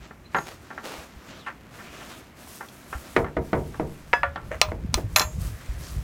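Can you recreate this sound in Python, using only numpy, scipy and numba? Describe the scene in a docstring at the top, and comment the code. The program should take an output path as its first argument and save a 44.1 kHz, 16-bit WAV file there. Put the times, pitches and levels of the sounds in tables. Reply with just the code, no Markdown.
"""Feet rustle through hay and a hand rumbles on the camera while the loose rails of a barn gate knock.
The heavy gate then thuds against its post, and a steel hook snaps into its eye and rings.
Struck wood and steel are a noise crack, decaying modes and a diffuse tail (modal synthesis).
Hay, cloth and scraping steel are runs of random tiny contacts; hand and barn air are filtered noise."""
import sys
import numpy as np
from scipy import signal
from scipy.fft import rfft, irfft, next_fast_len
from scipy.io import wavfile
from scipy.ndimage import uniform_filter1d
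from numba import njit

SR = 44100
rng = np.random.default_rng(int(sys.argv[2]) if len(sys.argv) > 2 else 0)


def generate_wav(sig):
    """Save sig (samples, or channels by samples) to the path in sys.argv[1] as 16-bit PCM at SR."""
    pcm = np.round(np.clip(np.atleast_2d(sig).T, -1, 1) * 32767).astype(np.int16)
    wavfile.write(sys.argv[1], SR, pcm)


N = 266099
TIME = np.arange(N) / SR  # s
AGE = np.arange(SR) / SR  # s since a blow


def undb(db):
    """Level to amplitude: 20 dB is a factor of ten."""
    return 10 ** (np.asarray(db) / 20)


def unit(x):
    """Normalisation to an rms of 1."""
    return x / np.sqrt(np.mean(x ** 2))


def unit_attack(x, size=1323):
    """Normalisation of a transient: rms 1 over its first 30 ms."""
    return x / np.sqrt(np.mean(x[:size] ** 2))


def fade(t60):
    """Exponential decay: the amplitude falls by 60 dB in t60 seconds."""
    return np.exp(-np.log(1000) * AGE / t60)


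def colour(x, points, tilt_db=0):
    """Minimum-phase filtering through (hz, db) points, tilted in dB per octave about 1024 Hz."""
    n = next_fast_len(len(x) + 4096, True)
    octave = np.log2(np.maximum(np.arange(n // 2 + 1) * SR / n, 10))
    hz, db = np.transpose(points)
    level_db = np.interp(octave, np.log2(hz), db) + tilt_db * (octave - 10)
    # folding the cepstrum onto positive time makes the response causal
    cepstrum = irfft(np.log(undb(level_db)), n)
    cepstrum[1:n // 2] *= 2
    cepstrum[n // 2 + 1:] = 0
    return irfft(rfft(x, n) * np.exp(rfft(cepstrum)), n)[:len(x)]


def band(x, hz, skirt_db):
    """Broad resonance: down by the skirt level two octaves to each side."""
    return colour(x, [(hz / 4, skirt_db), (hz, 0), (hz * 4, skirt_db), (hz * 16, 2 * skirt_db)])


@njit
def resonate(x, hz, width):
    """State-variable resonance: a band-pass with a moving centre, its width a share of the centre."""
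    y, band_state, low_state = np.empty(len(x)), 0., 0.
    for i in range(len(x)):
        g = np.tan(np.pi * hz[i] / SR)
        v = (band_state + g * (x[i] - low_state)) / (1 + g * (g + width))
        band_state = 2 * v - band_state
        low_state = low_state + 2 * g * v
        y[i] = v
    return y


def add(out, s, x):
    """Superposition: mix a sound in at a time in seconds."""
    i = max(int(s * SR), 0)
    out[i:i + len(x)] += x[:N - i]


def walk(rate):
    """Slow random modulation of rms 1, drawn anew `rate` times per second and smoothed."""
    k = int(SR / rate)
    held = np.repeat(rng.standard_normal(N // k + 1), k)
    return unit(uniform_filter1d(uniform_filter1d(held, k), k)[:N])


def press(s, length, attack_s, release_s):
    """Contact envelope: pressure builds linearly, holds and lets go exponentially."""
    rise = np.clip((TIME - s) / attack_s, 0, 1)
    return rise * np.exp(-np.maximum(TIME - s - length, 0) / release_s)


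def stalks(rate, spread_db):
    """Granular friction: random tiny snaps of uneven size over a soft rub of equal rms."""
    size = undb(spread_db * np.minimum(rng.exponential(size=N), 4))
    snaps = (rng.random(N) < rate / SR) * rng.uniform(-0.83, 1, N) * size
    return unit(unit(snaps) + rng.standard_normal(N))


def ticks(table, skirt_db):
    """Short impacts: decaying noise bursts, each around its own pitch."""
    out = np.zeros(N)
    for start_s, level_db, pitch_hz, t60_s in table:
        burst = rng.standard_normal(SR) * fade(t60_s)
        add(out, start_s, undb(level_db) * unit_attack(band(burst, pitch_hz, skirt_db)))
    return out


def struck_at(modes, place):
    """Modal excitation: mode levels for a blow between two places (0 to 1) on a part."""
    return [(hz, np.interp(place, [0, 1], [first_db, second_db]), t60)
            for hz, first_db, second_db, t60 in modes]


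def ring(modes, length, tilt_db):
    """Modal decay: damped sines, weighted a little differently because every blow lands elsewhere."""
    hz, db, t60 = np.transpose(modes)
    weight_db = db + rng.standard_normal(len(hz)) + tilt_db * np.log2(hz / 1000)
    gain = undb(weight_db) * rng.choice([-1, 1], len(hz))
    return unit_attack(sum(g * fade(t * length) * np.sin(2 * np.pi * f * AGE)
                           for f, g, t in zip(hz, gain, t60)))


def tail(t60, damping):
    """Diffuse decay of joined boards and the barn: t60 is for 1 kHz, and higher octaves die sooner."""
    noise = rfft(rng.standard_normal(SR))
    octave = np.log2(np.clip(np.arange(len(noise)), 62.5, 16000) / 1000)  # bins are 1 Hz apart
    bands = [irfft(noise * np.maximum(1 - abs(octave - k), 0), SR) * fade(t60 * 2 ** (-damping * k))
             for k in range(-4, 5)]
    return unit_attack(sum(bands))


def blows(table, modes, shade, crack_t60, crack_db, tail_t60, damping, modes_db):
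    """Impact response: a short crack, the modes of the struck part and a diffuse tail."""
    out = np.zeros(N)
    for start_s, level_db, tilt_db, length, smear_s in table:
        crack = unit_attack(colour(rng.standard_normal(SR) * fade(crack_t60), shade, tilt_db))
        diffuse = unit_attack(colour(tail(tail_t60 * length, damping), shade, tilt_db))
        blow = undb(crack_db) * crack + diffuse + undb(modes_db) * ring(modes, length, tilt_db)
        # a glancing contact takes a moment to build up
        contact = np.minimum(AGE / smear_s, 1)
        add(out, start_s, undb(level_db) * unit_attack(blow * contact))
    return out


# spectrum of the barn air: frequency_hz [Hz], density_db [dB per Hz]
BARN_AIR_SPECTRUM = [(18, -48), (30, -15), (64, 6), (252, 7.5), (437, -3), (2410, -9.5), (5040, -34),
                     (6720, -30), (10500, -57), (13300, -23), (16000, -43)]


def barn_air():
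    """Stationary background noise: the quiet air of the barn, wavering slowly by about 1 dB."""
    return unit(colour(rng.standard_normal(N), BARN_AIR_SPECTRUM)) * undb(-52 + walk(1.34))


# feet moving through hay: start_s [s], length_s [s], shuffle_db and straw_db [dB before the trims in hay()]
FOOTSTEPS = [(0, 0.017, -41.5, -59), (0.304, 0.24, -46, -52.5), (0.572, 0.41, -50.5, -61),
             (0.828, 0.21, -45, -52), (1.047, 0.26, -53, -62), (1.236, 0.16, -46, -60.5),
             (1.695, 0.18, -46.5, -54.5), (1.884, 0.31, -44, -50.5), (2.34, 0.32, -52.5, -50.5),
             (2.441, 0.12, -54, -43.5), (2.65, 0.21, -51, -53.5), (2.843, 0.34, -47, -48.5),
             (3.39, 0.42, -53, -54), (3.81, 0.39, -57, -56.5), (4.401, 0.31, -53.5, -58),
             (4.922, 0.029, -37, -39), (5.072, 0.29, -54, -52), (5.368, 0.12, -46.5, -41.5),
             (5.49, 0.62, -51.5, -51.5), (5.758, 0.17, -47.5, -48)]
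STEP_ATTACK_S, STEP_RELEASE_S = 0.056, 0.044  # the foot settles; the hay springs back (time constant)
STIR_SHUFFLE_DB, STIR_STRAW_DB = -60.5, -65  # faint stirring between steps, before the same trims


def footwork():
    """Addition of powers: shuffle and straw levels in dB, the steps over a faint stirring."""
    power = undb([[STIR_SHUFFLE_DB], [STIR_STRAW_DB]]) ** 2
    for start_s, length_s, shuffle_db, straw_db in FOOTSTEPS:
        foot = press(start_s, length_s, STEP_ATTACK_S, STEP_RELEASE_S)
        power = power + (undb([[shuffle_db], [straw_db]]) * foot) ** 2
    return 10 * np.log10(power)


PATCHY_DB, PATCHY_RATE = 0.95, 20  # rms swell in dB; changes per s


def patchy(x):
    """Independent band modulation: every half octave swells and sinks on its own."""
    n = next_fast_len(N, True)
    spectrum = rfft(x, n)
    half_octave = 2 * np.log2(np.clip(np.arange(len(spectrum)) * SR / n, 500, 16000) / 500)
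    out = np.zeros(N)
    for k in range(11):
        part = irfft(spectrum * np.maximum(1 - abs(half_octave - k), 0), n)[:N]
        out += part * undb(PATCHY_DB * walk(PATCHY_RATE))
    return unit(out)


# boots scuffing in hay: start_s [s], length_s [s, nominal], level_db [dB]
BOOT_SCUFFS = [(0.455, 0.079, -40), (0.83, 0.21, -36.5), (2.472, 0.032, -57)]
# spectra of pressed hay and of dry straw: frequency_hz [Hz], density_db [dB per Hz]
SHUFFLE_SPECTRUM = [(88, -23.5), (150, -12), (385, -12), (428, -20.5), (640, -13), (819, -20.5),
                    (1210, -16), (4910, -28), (6000, -28), (7800, -33), (13200, -120)]
STRAW_SPECTRUM = [(1500, -36), (3000, -4.5), (5800, -0.5), (8000, 0.5), (10000, -0.5), (12500, -1),
                  (16000, -7)]


def hay(shuffle_db, straw_db):
    """Granular friction: boots press the hay with a dull shuffle; dry stalks hiss and crackle."""
    shuffle = patchy(colour(stalks(rate=2500, spread_db=2.0), SHUFFLE_SPECTRUM))
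    shuffle *= undb(shuffle_db + 1.2 * walk(25.22) - 1.0)
    straw = patchy(colour(stalks(rate=1900, spread_db=2), STRAW_SPECTRUM))
    straw *= undb(straw_db + 0.91 * walk(40) - 4)
    # a sliding sole catches at once and lets go slowly; a faint rub remains outside each slide
    slide = sum(undb(level_db) * np.interp(TIME, [s, s + 0.019, s + 0.48 * length, s + 1.2 * length],
                                           [0.016, 1, 0.75, 0.046])
                for s, length, level_db in BOOT_SCUFFS)
    scuff_spectrum = [(100, -8.0), (500, 7.0), (1800, -2), (4000, -7.0), (8000, -14.5), (16000, -23)]
    scuff = unit(colour(stalks(rate=1300, spread_db=4.5), scuff_spectrum))
    return shuffle + straw + slide * scuff


# single stalks snapping underfoot: start_s [s], level_db [dB], pitch_hz [Hz], t60_s [s]
SNAPPED_STALKS = [(2.473, -53, 820, 0.034), (2.686, -53.5, 3400, 0.023)]


def snapping_stalks():
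    """Brittle fracture: each stalk gives one short, broadly pitched tick."""
    return ticks(SNAPPED_STALKS, skirt_db=-26)


# clothes along the boards: start_s [s], length_s [s], level_db [dB], first_hz [Hz], last_hz [Hz],
# width [share of the pitch]
CLOTH_BRUSHES = [(0.241, .02, -58, 4020, 4120, .06), (1.268, .1, -54, 2300, 3840, 0.47),
                 (1.38, 0.066, -56.5, 4270, 2670, .16), (1.832, 0.21, -52, 2280, 2870, 0.5),
                 (2.082, 0.1, -56, 3770, 2780, 0.42), (5.525, 0.25, -54, 1640, 1720, 0.74),
                 (5.814, 0.088, -49, 5260, 5460, 1.1)]
BRUSH_ATTACK_S, BRUSH_RELEASE_S = 0.018, 0.023


def clothes():
    """Friction noise: cloth catches on rough wood in small slips; the pitch glides with its speed."""
    out = np.zeros(N)
    for start_s, length_s, level_db, first_hz, last_hz, width in CLOTH_BRUSHES:
        hz = np.interp(TIME, [start_s, start_s + length_s + BRUSH_RELEASE_S], [first_hz, last_hz])
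        slips = resonate(resonate(stalks(rate=700, spread_db=2.0), hz, width), hz, width)
        stroke = press(start_s, length_s, BRUSH_ATTACK_S, BRUSH_RELEASE_S)
        out += undb(level_db) * stroke * unit(slips)
    return out


# the hand on the camera: time_s [s], rumble_db [dB before the trim in handling()]
GRIP_LEVELS = [(0, -48.5), (2.85, -55), (3.3, -37), (3.75, -35), (4.0, -45), (4.1, -39), (4.55, -33),
               (4.8, -32), (5.03, -23), (5.17, -33), (5.45, -25.5), (5.58, -39.5), (5.8, -29), (6.03, -22)]
JOLT_DB, JOLT_ATTACK_S, JOLT_DECAY_S = -2, 0.035, 0.039  # dB relative to the thud, before the same trim
GRIP_WAVER_DB, GRIP_WAVER_RATE = 4, 18  # rms unsteadiness of the hold in dB; changes per s


def grip():
    """Addition of powers: rumble level in dB of an unsteady hold, jolted at each thud of the gate."""
    hold = undb(np.interp(TIME, *np.transpose(GRIP_LEVELS)) + GRIP_WAVER_DB * walk(GRIP_WAVER_RATE))
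    jolts = sum(undb(level_db + JOLT_DB) * press(start_s, JOLT_ATTACK_S, JOLT_ATTACK_S, JOLT_DECAY_S)
                for start_s, level_db, *_ in GATE_THUDS)
    return 20 * np.log10(np.hypot(hold, jolts))


# fingers bumping the camera: start_s [s], level_db [dB], pitch_hz [Hz], t60_s [s]
FINGER_BUMPS = [(.36, -45.5, 180, .15), (.985, -44, 66, 0.12), (1.16, -43, 60, 0.18),
                (2.951, -32, 63, 0.14), (4.269, -34.5, 78, 0.26), (4.682, -29.5, 86, 0.17),
                (4.847, -29, 153, 0.019), (4.891, -33, 113, 0.056), (4.931, -36, 228, 0.097),
                (4.952, -23.5, 57.7, 0.085), (5.042, -25.5, 102.4, 0.13), (5.249, -30.5, 66.5, 0.19),
                (5.38, -33, 159, 0.063), (5.69, -25.5, 51.4, 0.19)]
# spectrum of the shifting grip: frequency_hz [Hz], density_db [dB per Hz]
RUMBLE_SPECTRUM = [(20, -25), (35, -10), (52, 3.5), (90, -3), (160, -8), (250, -33.5), (500, -31.5),
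                   (1500, -67)]


def handling(rumble_db):
    """Structure-borne sound: the grip on the camera body gives a low rumble and soft damped bumps."""
    out = unit(colour(rng.standard_normal(N), RUMBLE_SPECTRUM)) * undb(rumble_db - 5.5)
    soft_onset = 1 - fade(0.024)
    for start_s, level_db, pitch_hz, t60_s in FINGER_BUMPS:
        bump = np.sin(2 * np.pi * pitch_hz * AGE) * fade(t60_s) * soft_onset
        add(out, start_s, undb(level_db) * unit_attack(bump))
    return out


# steel sliding on steel: start_s [s], length_s [s], level_db [dB], brightness [dB per octave]
STEEL_SCRAPES = [(4.129, 0.024, -46, 0), (4.507, 0.033, -31, -4.5), (5.18, 0.016, -41, -2),
                 (5.187, 0.018, -30.5, -1.5)]
# spectrum of the chatter: frequency_hz [Hz], density_db [dB per Hz]
SCRAPE_SPECTRUM = [(100, -30), (400, -4), (620, 12), (800, -1.5), (1080, 3), (1400, 3), (1900, 8),
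                   (2900, -5), (4200, -15), (4800, -27), (6300, -6), (7600, -15), (8700, -10), (10500, -31),
                   (12400, -11), (13500, -37), (16000, -32)]


def scrapes():
    """Stick-slip friction: the hook chatters over the eye in a rough run of tiny contacts."""
    out = np.zeros(N)
    for start_s, length_s, level_db, tilt_db in STEEL_SCRAPES:
        chatter = unit(colour(stalks(rate=460, spread_db=3.5), SCRAPE_SPECTRUM, tilt_db))
        out += undb(level_db) * press(start_s, length_s, attack_s=0.011, release_s=0.018) * chatter
    return out


# the free hook ringing: start_s [s], level_db [dB], ring_length [factor], place [0 shank - 1 tip]
HOOK_CHINKS = [(.364, -46.5, 1.25, .12), (5.161, -25, 1.08, 1)]
# modes of the hook: frequency_hz [Hz], shank_db [dB], tip_db [dB], t60_s [s, before the ring length factor]
STEEL_HOOK_MODES = [(6614, 0, -1, .32), (7295, -13, -1, .32), (10592, -40, -1, .2), (11351, -11, 0, .19),
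                    (12105, -35, 0, .18), (12320, -40, -5, .14), (12560, -40, -3, .06)]


def hook():
    """Free vibration of a bar: the steel hook rings thinly after it is shaken or dropped."""
    out = np.zeros(N)
    for start_s, level_db, length, place in HOOK_CHINKS:
        add(out, start_s, undb(level_db) * ring(struck_at(STEEL_HOOK_MODES, place), length, 0))
    return out


# hard edges meeting: start_s [s], level_db [dB], pitch_hz [Hz], t60_s [s]
EDGE_CRACKS = [(.3455, -52, 3600, 0.054), (.385, -50, 3840, 0.03), (3.1635, -26.5, 1980, 0.066),
               (3.3665, -58, 2230, 0.02), (3.5305, -40.5, 2240, 0.022), (4.131, -30, 2440, 0.01),
               (4.3585, -50, 3080, 0.047)]


def edge_cracks():
    """Hard contact: meeting edges give short dry cracks around a pitch."""
    return ticks(EDGE_CRACKS, skirt_db=-51)


# loose rails knocking: start_s [s], level_db [dB], brightness [dB per octave], smear_s [s],
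# rebound_loss_db [dB per rebound]
RAIL_KNOCKS = [(0.108, -45, -3, 0.0025, 30), (0.3456, -22, 0, 0.002, 4.5), (0.702, -38.5, -1, 0.0093, 26),
               (0.777, -36, 0.5, 0.0027, 19), (1.462, -33, 5.5, 0.015, 5), (1.785, -44.5, 2, 0.022, 9),
               (2.0, -45, -0.5, 0.018, 8), (2.607, -37, -0.5, 0.0043, 9), (2.926, -33.5, .5, 0.0036, 9.5),
               (3.2444, -35, 1, .0008, 6.5), (3.742, -42.5, -2.5, .0015, 18), (4.358, -33, 0, 0.0023, 9.5),
               (4.425, -46, -9, 0.0064, 22), (5.167, -26, 6, 0.0029, 13), (5.206, -28, 0.5, 0.0021, 11)]
# time between rebounds, build-up time of each rebound, ring length factor
REBOUND_S, REBOUND_SMEAR_S, RAIL_RING = .019, 0.0033, 0.76


def rattle(count=2):
    """Inelastic rebound: a loose rail strikes again after each knock, weaker every time."""
    return [(start_s + k * REBOUND_S, level_db - k * loss_db, tilt_db, RAIL_RING,
             REBOUND_SMEAR_S if k else smear_s)
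            for start_s, level_db, tilt_db, smear_s, loss_db in RAIL_KNOCKS for k in range(count + 1)]


# modes of a rail: frequency_hz [Hz], level_db [dB], t60_s [s, before the ring length factor]
LOOSE_RAIL_MODES = [(418, -15, .17), (560, -15, .19), (770, -6, .12), (865, -3, .12), (1140, -4, .14),
                    (1345, -2, .17), (1385, -3, .17), (1575, -2, .13), (1790, -2.5, .14), (2090, -13, .13)]
# spectrum of a knock: frequency_hz [Hz], density_db [dB per Hz]
RAIL_SPECTRUM = [(40, -30), (150, -8), (250, -8), (400, -4), (620, -6), (850, 0.5), (1450, -3.5),
                 (1850, -4), (2350, -11.5), (4500, -34.5), (8000, -45), (16000, -72)]


def loose_rails():
    """Modal impact on light wood: the rails knock and rebound."""
    return blows(rattle(), LOOSE_RAIL_MODES, RAIL_SPECTRUM, crack_t60=.025, crack_db=2,
                 tail_t60=.2, damping=.25, modes_db=2)


# the board that carries the eye knocking: two bright raps near the eye, then a woody knock towards
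# the board's edge: start_s [s], level_db [dB], brightness [dB per octave], ring_length [factor],
# smear_s [s], place [0 at the eye - 1 board edge]
BOARD_KNOCKS = [(4.131, -24.5, 1, 0.6, 0.000097, 0.46), (4.1352, -17.5, -2, 1.12, 0.00085, 0.092),
                (4.2325, -20.5, -3, 1.08, 0.0011, 0.89)]
# modes of the board that carries the eye: frequency_hz [Hz], eye_db [dB], edge_db [dB],
# t60_s [s, before the ring length factor]
EYE_BOARD_MODES = [(560, -20, -5, .22), (711, -11, -5, .14), (958, 5, -4, .075), (1168, -12, -2, .12),
                   (1389, -12, -1, .15), (1459, -11, -1, .14), (1701, 1, -12, .2), (1790, -7, 3, .06),
                   (2622, -7, -22, .12), (3381, -18, -26, .15), (5006, -20, -42, .22),
                   (5970, -24, -40, .11), (6966, -25, -40, .11)]
# spectrum of a knock on that board: frequency_hz [Hz], density_db [dB per Hz]
BOARD_SPECTRUM = [(40, -59), (250, -34), (500, -2.5), (950, 2), (1900, 5.5), (2700, -4), (3800, -16),
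                  (6000, -29), (8800, -28), (11000, -44), (16000, -58)]


def eye_board():
    """Position-dependent excitation: the place of each knock sets the balance of the board's modes."""
    return sum(blows([knock], struck_at(EYE_BOARD_MODES, place), BOARD_SPECTRUM, crack_t60=.008,
                     crack_db=8, tail_t60=.18, damping=.2, modes_db=7.5)
               for *knock, place in BOARD_KNOCKS)


# the hook striking eye and board: start_s [s], level_db [dB], brightness [dB per octave],
# ring_length [factor], smear_s [s]
HOOK_SNAPS = [(4.615, -15.5, -1.5, 0.64, 0.000067), (4.686, -36.5, -8, 0.34, 0.0066),
              (4.942, -22.5, 1.5, 0.51, 0.00041), (5.1605, -16.5, 0.2, 0.35, 0.0024),
              (5.184, -30.5, -0.5, 0.51, 0.0014), (5.1955, -22.5, 1, 0.59, 0.0015),
              (5.215, -27.5, -1.5, 0.64, 0.0045)]
# modes of the struck eye: frequency_hz [Hz], level_db [dB], t60_s [s, before the ring length factor]
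STEEL_EYE_MODES = [(618, -10, .55), (1020, -1, .14), (1207, -3, .17), (1357, -5, .14), (1723, -7, .1),
                   (2250, -6, .08), (2600, -3, .1), (3437, -6, .14), (4050, 1, .1), (4168, 2, .11),
                   (5346, -2, .07), (5740, -3, .07), (15040, -18, .28)]
# spectrum of a snap: frequency_hz [Hz], density_db [dB per Hz]
EYE_SPECTRUM = [(50, -40), (300, -20.5), (600, -8.5), (1000, -0.5), (1600, -10.5), (2500, 1.5),
                (3200, -5.5), (4200, -4), (6300, 0), (7500, -10.5), (8700, -8.5), (12500, -26),
                (16000, -25)]


def latch():
    """Modal impact on steel: the hook drops home with a strong crack and a ring."""
    return blows(HOOK_SNAPS, STEEL_EYE_MODES, EYE_SPECTRUM, crack_t60=0.0092, crack_db=13.5,
                 tail_t60=0.48, damping=0.58, modes_db=7.5)


# the gate bumping its post: start_s [s], level_db [dB], brightness [dB per octave],
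# ring_length [factor], smear_s [s]
GATE_THUDS = [(3.164, -17, 2.5, 1.15, 0.0035), (3.367, -23, -0.5, 0.97, 0.004),
              (3.53, -20.5, -0.5, 1.37, 0.0029), (3.797, -24, -2, 1.27, 0.0026),
              (4.718, -32, -1.5, 1.1, 0.0015), (4.974, -29.5, -1.5, 0.81, 0.0072)]
# modes of the frame: frequency_hz [Hz], level_db [dB], t60_s [s, before the ring length factor]
GATE_FRAME_MODES = [(149, -4.5, 0.79), (199.5, 1, 0.16), (308.4, 11, 0.078), (368, 4.5, 0.23),
                    (464, 2.5, 0.26), (649.6, 4, 0.17), (671, -24, 0.074), (940, -3.5, 0.24),
                    (1228, 2, 0.072), (1485, 3.5, 0.052), (1680, -9, 0.09), (2200, -24, 0.014)]
# spectrum of a thud: frequency_hz [Hz], density_db [dB per Hz]
GATE_SPECTRUM = [(30, -14), (70, -21.5), (170, -4), (330, 1), (700, -0.5), (1200, -7.5), (1700, -13.5),
                 (2050, -8), (2400, -16), (2650, -23), (6000, -40), (16000, -56)]


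def gate_frame():
    """Modal impact on a heavy frame: low wooden modes thud against the post."""
    return blows(GATE_THUDS, GATE_FRAME_MODES, GATE_SPECTRUM, crack_t60=0.0092, crack_db=6.0,
                 tail_t60=0.18, damping=0.62, modes_db=1.5)


def scene():
    """Superposition: barn air, the person, then the steel and wood of the gate."""
    person = hay(*footwork()) + snapping_stalks() + clothes() + handling(grip())
    steel = scrapes() + hook() + latch()
    wood = edge_cracks() + loose_rails() + eye_board() + gate_frame()
    return (barn_air() + person + steel + wood)[None]


def record(dry):
    """Overload and band limiting: the camera clips peaks beyond full scale and cuts the top at 16.4 kHz."""
    low_pass = signal.ellip(8, .2, 70, 16400, fs=SR, output="sos")
    return signal.sosfilt(low_pass, np.clip(dry, -1, 1))


dry = scene()
out = record(dry)
generate_wav(out)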